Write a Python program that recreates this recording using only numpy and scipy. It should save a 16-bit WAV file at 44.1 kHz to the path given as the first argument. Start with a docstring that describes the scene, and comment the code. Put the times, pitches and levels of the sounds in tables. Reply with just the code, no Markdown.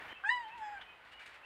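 """A red fox gives one thin whine beside a timber wall: a sharp rising yelp that sinks into a soft whimper.
Its voice is a few harmonics with a little throat rasp and hiss, thrown back by the wall and the ground.
Its paws rustle in dry leaves and wood chips, and small birds whistle far off.
All reaches one microphone outdoors, where the hush is louder for the first moment, then drops abruptly."""
import sys
import numpy as np
from scipy import signal
from scipy.fft import rfft, irfft
from scipy.io import wavfile

SR = 44100
rng = np.random.default_rng(int(sys.argv[2]) if len(sys.argv) > 2 else 0)


def generate_wav(sig):
    """Save sig (samples, or channels by samples) to the path in sys.argv[1] as 16-bit PCM at SR."""
    pcm = np.round(np.clip(np.atleast_2d(sig).T, -1, 1) * 32767).astype(np.int16)
    wavfile.write(sys.argv[1], SR, pcm)


N = 63945
TIME = np.arange(N) / SR


def amp(db):
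    """Decibels to gain."""
    return 10 ** (np.asarray(db) / 20)


def unit(x):
    """Scales to rms 1."""
    return x / np.sqrt(np.mean(x ** 2) + 1e-20)


def curve(rows):
    """Each column of a timed table, sample by sample."""
    times, *columns = np.transpose(rows)
    return [np.interp(TIME, times, column) for column in columns]


def response(spectrum, hz):
    """Gain of a spectrum table at these frequencies."""
    freq_hz, gain_db = np.transpose(spectrum)
    return amp(np.interp(np.log(hz + 1), np.log(freq_hz), gain_db))


def colour(x, spectrum):
    """Filters by a spectrum table, to rms 1."""
    return unit(irfft(rfft(x) * response(spectrum, np.fft.rfftfreq(N, 1 / SR)), N))


def noise(spectrum):
    """Steady noise with this spectrum, at rms 1."""
    return colour(rng.standard_normal(N), spectrum)


def wobble(rate_hz):
    """Smooth random motion up to about this rate, at rms 1."""
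    lowpass = np.exp(-(np.fft.rfftfreq(N, 1 / SR) / rate_hz) ** 2)
    return unit(irfft(rfft(rng.standard_normal(N)) * lowpass, N))


def tail(x, t60_s):
    """Diffuse reflections that build up and die away."""
    taps = rng.standard_normal(N) * amp(-60 * TIME / t60_s) * np.minimum(TIME / 0.015, 1)
    return signal.fftconvolve(x, taps / np.linalg.norm(taps))[:N]


# Louder background noise at the start, then the hush around the microphone: freq_hz, gain_db
OPENING_SPECTRUM = [(25, -21), (70, -7.5), (240, -10), (450, -7), (900, -1.5), (1200, -3.5), (1900, 2),
                    (2600, -5.5), (3500, -14), (4900, -26), (8000, -33.5), (15500, -37)]
HUSH_SPECTRUM = [(20, -25), (38, -15.5), (56, -1), (85, -8), (140, -11.5), (230, -12), (400, -8.5),
                 (600, -6), (850, -1.5), (1200, -3.5), (1500, -2), (2000, -3), (2900, -8), (3500, -14),
                 (4300, -21.5), (6000, -32.5), (8000, -33), (15500, -40)]
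# Slow drift of the hush: time_s, level_db
HUSH_DRIFT = [(.15, -58), (.5, -58), (.8, -57), (.98, -59.5), (1.1, -59.5), (1.33, -60), (1.45, -58)]


def outdoor_background(opening_db=-49.5, cut_s=.132, fade_s=.00088):
    """Louder background noise at the start cuts off abruptly to a steady hush."""
    before_cut = np.clip((cut_s - TIME) / fade_s, 0, 1)
    hush = amp(curve(HUSH_DRIFT)[0]) * noise(HUSH_SPECTRUM)
    opening_noise = amp(opening_db) * noise(OPENING_SPECTRUM)
    return before_cut * opening_noise + (1 - before_cut) * hush


def bump(time_s=.129, pitch_hz=348, width_s=.0024, level_db=-48):
    """One soft, low pulse as the louder background cuts off."""
    age = TIME - time_s
    return amp(level_db) * np.exp(-(age / width_s) ** 2) * np.sin(2 * np.pi * pitch_hz * age)


# Small birds, far from the microphone: start_s, length_s, first_pitch_hz, held_pitch_hz, level_db
BIRD_WHISTLES = [(0.076, 0.071, 2900, 3115, -56), (0.141, 0.054, 2400, 2717, -57),
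                 (.425, 0.06, 2950, 3147, -59.5), (.495, 0.0576, 2350, 2705, -55.5),
                 (0.786, 0.062, 2950, 3055, -59), (0.852, 0.078, 2430, 2575, -60),
                 (0.88, 0.055, 3000, 3070, -64), (1.003, 0.057, 1427, 1501, -61),
                 (1.106, 0.072, 2650, 2960, -58), (1.174, 0.069, 2350, 2292, -57.5),
                 (1.426, .05, 2400, 2896, -55.5)]


def far_birds(slide_share=.329, waver=.018, tail_db=-2.5):
    """Short whistles that slide toward a held pitch, blurred by distance."""
    whistles = np.zeros(N)
    for start_s, length_s, first_hz, held_hz, level_db in BIRD_WHISTLES:
        progress = np.clip((TIME - start_s) / length_s, 0, 1)
        slide_hz = held_hz + (first_hz - held_hz) * np.exp(-progress / slide_share)
        pitch_hz = slide_hz * (1 + waver * wobble(rate_hz=140))
        envelope = amp(level_db) * np.sin(np.pi * progress)
        whistles += envelope * np.sqrt(2) * np.sin(2 * np.pi * np.cumsum(pitch_hz) / SR)
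    return whistles + amp(tail_db) * tail(whistles, t60_s=.45)


# The fox's whine at the wall, harmonic by harmonic:
# time_s, pitch_hz, fundamental_db, second_db, third_db, fourth_db, overtones_db (before the muzzle)
WHINE_CONTOUR = [(.236, 770, -50.5, -65, -79, -88, -95), (.241, 790, -52, -40, -76, -86, -94),
                 (.247, 780, -53, -34, -64.5, -58, -87.5), (.264, 838.7, -45, -36, -45.5, -64, -74),
                 (.278, 855, -40.5, -37.5, -58.5, -62, -63.5), (.288, 919, -42.5, -46, -46.5, -57.5, -66.5),
                 (.293, 904, -54.5, -22.5, -44.5, -57.5, -60.5), (.309, 985.4, -36, -33.5, -48, -45, -64.5),
                 (.326, 982.4, -34.5, -37, -43.5, -58, -63.5),
                 (.345, 990.8, -39.5, -35.5, -45.5, -53.5, -71), (.364, 984.4, -38, -52.5, -60, -65, -66),
                 (.38, 966.3, -40, -41, -52, -58.5, -75), (.389, 975.4, -43, -43.5, -70, -84, -82),
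                 (.397, 956, -43, -49, -68, -77, -72), (.412, 943, -44, -51, -58, -65, -79),
                 (.442, 905, -50.5, -54, -74, -81, -76.5), (.463, 863, -48, -68.5, -81.5, -88, -94),
                 (.513, 897, -53.5, -70, -77, -88, -94), (.524, 912, -58.5, -64, -82, -88, -96),
                 (.533, 937, -51, -63, -87, -87.5, -95), (.556, 975.6, -51, -62.5, -80, -84, -96),
                 (.596, 889.2, -50, -73, -66, -87, -76), (.624, 857.5, -42, -54.5, -71, -71, -74),
                 (.655, 844, -45, -52, -61.5, -63.5, -70), (.684, 834, -43, -71, -71, -76, -70.5),
                 (.701, 824, -48.5, -60, -64, -77, -76), (.73, 833.7, -46.5, -61.5, -65, -79, -75),
                 (.756, 802, -48.5, -50, -69, -78, -75), (.783, 776.4, -74, -49, -57, -75, -81),
                 (.797, 770, -46, -62, -78, -84, -94)]
# Muzzle colour on harmonics 5-14, in the yelp and nearly shut in the whimper: freq_hz, gain_db
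YELP_MUZZLE = [(3900, -10), (4400, -5), (4750, 5.5), (4980, 3), (5400, -19), (5750, -23.5), (6000, -9),
               (6700, -9.5), (7150, -10), (7600, -4), (8200, -9.5), (9000, -14), (10000, -26),
               (13000, -33.5)]
WHIMPER_MUZZLE = [(3900, -26), (4450, -23), (4850, -2), (5100, -0.5), (5450, -26), (5900, -11), (6300, -19),
                  (6700, -9), (7150, -6), (7550, -6), (8300, -17), (9000, -30), (11000, -28), (13000, -31)]


def fox_voice(jitter=.0046, shimmer_db=.24, mouth_shuts_s=.524):
    """A nearly pure, slightly unsteady tone whose overtones turn nasal as the mouth closes."""
    pitch_hz, *low_harmonics_db, overtones_db = curve(WHINE_CONTOUR)
    phase = 2 * np.pi * np.cumsum(pitch_hz * (1 + jitter * wobble(rate_hz=220))) / SR
    gains = [amp(db) for db in low_harmonics_db]
    for k in range(5, 15):
        yelp = response(YELP_MUZZLE, k * pitch_hz)
        whimper = response(WHIMPER_MUZZLE, k * pitch_hz)
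        gains.append(amp(overtones_db) * np.where(TIME < mouth_shuts_s, yelp, whimper))
    voice = np.zeros(N)
    for k, gain in enumerate(gains, 1):
        shimmer = amp(shimmer_db * wobble(rate_hz=90))
        voice += gain * shimmer * np.sin(k * phase)
    return np.sqrt(2) * voice


# Rasp in the fox's throat: time_s, level_db, centre_hz
RASP_CONTOUR = [(.234, -66, 1300), (.239, -41, 1350), (.246, -49, 1500), (.256, -53, 1600),
                (.285, -64, 1700), (.305, -55, 1750), (.35, -75.5, 1700), (.46, -77, 1700),
                (.6, -63.5, 1800), (.68, -54.5, 1850), (.78, -64.5, 1600), (.8, -81, 1600)]


def throat_rasp(width_hz=370):
    """A narrow band of throat noise around a moving centre."""
    level_db, centre_hz = curve(RASP_CONTOUR)
    phase = 2 * np.pi * np.cumsum(centre_hz) / SR
    band = wobble(width_hz) * np.cos(phase) + wobble(width_hz) * np.sin(phase)
    return amp(level_db) * unit(band)


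# Thin hiss of air during the yelp: time_s, level_db
HISS_CONTOUR = [(.24, -85), (.268, -75.5), (.291, -66.5), (.308, -76.5), (.335, -88.5), (.4, -100)]
# Its colour: freq_hz, gain_db
HISS_SPECTRUM = [(4500, -25), (5800, -21.5), (6500, 12.5), (7100, -6.5), (8200, 12), (9300, -5),
                 (10500, -20), (15000, -32.5)]


def breath_hiss():
    """Air hisses high above the yelp."""
    return amp(curve(HISS_CONTOUR)[0]) * noise(HISS_SPECTRUM)


def fox_whine(edge_s=.0016):
    """Voice, rasp and hiss start and stop together as one call."""
    start_s, end_s = WHINE_CONTOUR[0][0], WHINE_CONTOUR[-1][0]
    gate = np.clip(np.minimum(TIME - start_s, end_s - TIME) / edge_s, 0, 1)
    return gate * (fox_voice() + throat_rasp() + breath_hiss())


# Bounces off the wall and ground, reaching the microphone after the direct call: delay_s, gain_db
REFLECTIONS = [(.0068, -39), (0.0163, -17), (.024, -14)]


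def timber_wall(call, tail_db=-21):
    """Wall and ground add a few close reflections and a faint tail to the call."""
    early = sum(amp(db) * np.interp(TIME - delay_s, TIME, call, left=0) for delay_s, db in REFLECTIONS)
    return call + early + amp(tail_db) * tail(call, t60_s=.25)


def leaf_snaps(snaps_per_s=4800, spread_db=2.5):
    """Dry litter breaks in dense snaps of uneven size."""
    size = amp(spread_db * np.minimum(rng.exponential(1, N), 4))
    return size * rng.choice([-1, 1], N) * (rng.random(N) < snaps_per_s / SR)


def paw_press(start_s, length_s, rise_s=.008):
    """Envelope of a paw on litter: a quick rise and a fade."""
    age = np.maximum(TIME - start_s, 0)
    return np.minimum(age / rise_s, 1) * np.exp(-(age / length_s) ** 2)


# Paws on the dry litter by the wall: start_s, length_s, body_db, crackle_db
PAW_STEPS = [(0.474, 0.032, -56.5, -76), (0.572, 0.035, -58.5, -69), (1.044, 0.14, -61, -79.5),
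             (1.116, 0.026, -58.5, -68.5), (1.19, 0.085, -55, -70.5), (1.257, 0.025, -56.5, -60.5),
             (1.286, 0.086, -59, -74), (1.338, 0.038, -56.5, -74)]
# Body of the leaves and their brighter crackle: freq_hz, gain_db
LEAF_SPECTRUM = [(150, -38), (500, -12.5), (900, -9.5), (1800, 3.5), (2600, -2), (3400, -8), (4500, -13.5),
                 (6000, -31), (15000, -44)]
CRACKLE_SPECTRUM = [(1000, -11), (3500, 7), (6000, -3), (8500, -3), (11000, -10.5), (15500, -24)]


def paw_steps():
    """Each step crushes leaves into a rustle with a crackle on top."""
    body = colour(leaf_snaps(), LEAF_SPECTRUM)
    crackle = colour(leaf_snaps(), CRACKLE_SPECTRUM)
    return sum(paw_press(start_s, length_s) * (amp(body_db) * body + amp(crackle_db) * crackle)
               for start_s, length_s, body_db, crackle_db in PAW_STEPS)


# A paw brushing the ground: freq_hz, gain_db
SCUFF_SPECTRUM = [(200, -16), (800, -10), (1250, -2), (1600, 5), (2300, -7), (2900, -12), (3400, 0),
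                  (3900, -12), (4600, -21), (6000, -31.5), (15000, -49)]


def paw_scuff(level_db=-46):
    """One paw scuffs the litter just after the whine."""
    return amp(level_db) * paw_press(start_s=.808, length_s=.02) * noise(SCUFF_SPECTRUM)


def scene():
    """Fox, paws, far birds and outdoor background at one microphone."""
    fox = timber_wall(fox_whine())
    return (fox + paw_steps() + paw_scuff() + far_birds() + outdoor_background() + bump())[None]


def record(dry):
    """The recorder's band limit takes off the highest treble."""
    cutoff_hz = 15800
    lowpass = signal.firwin(511, cutoff_hz, window=("kaiser", 9), fs=SR)
    return signal.oaconvolve(dry, lowpass[None], "same")


dry = scene()
out = record(dry)
generate_wav(out)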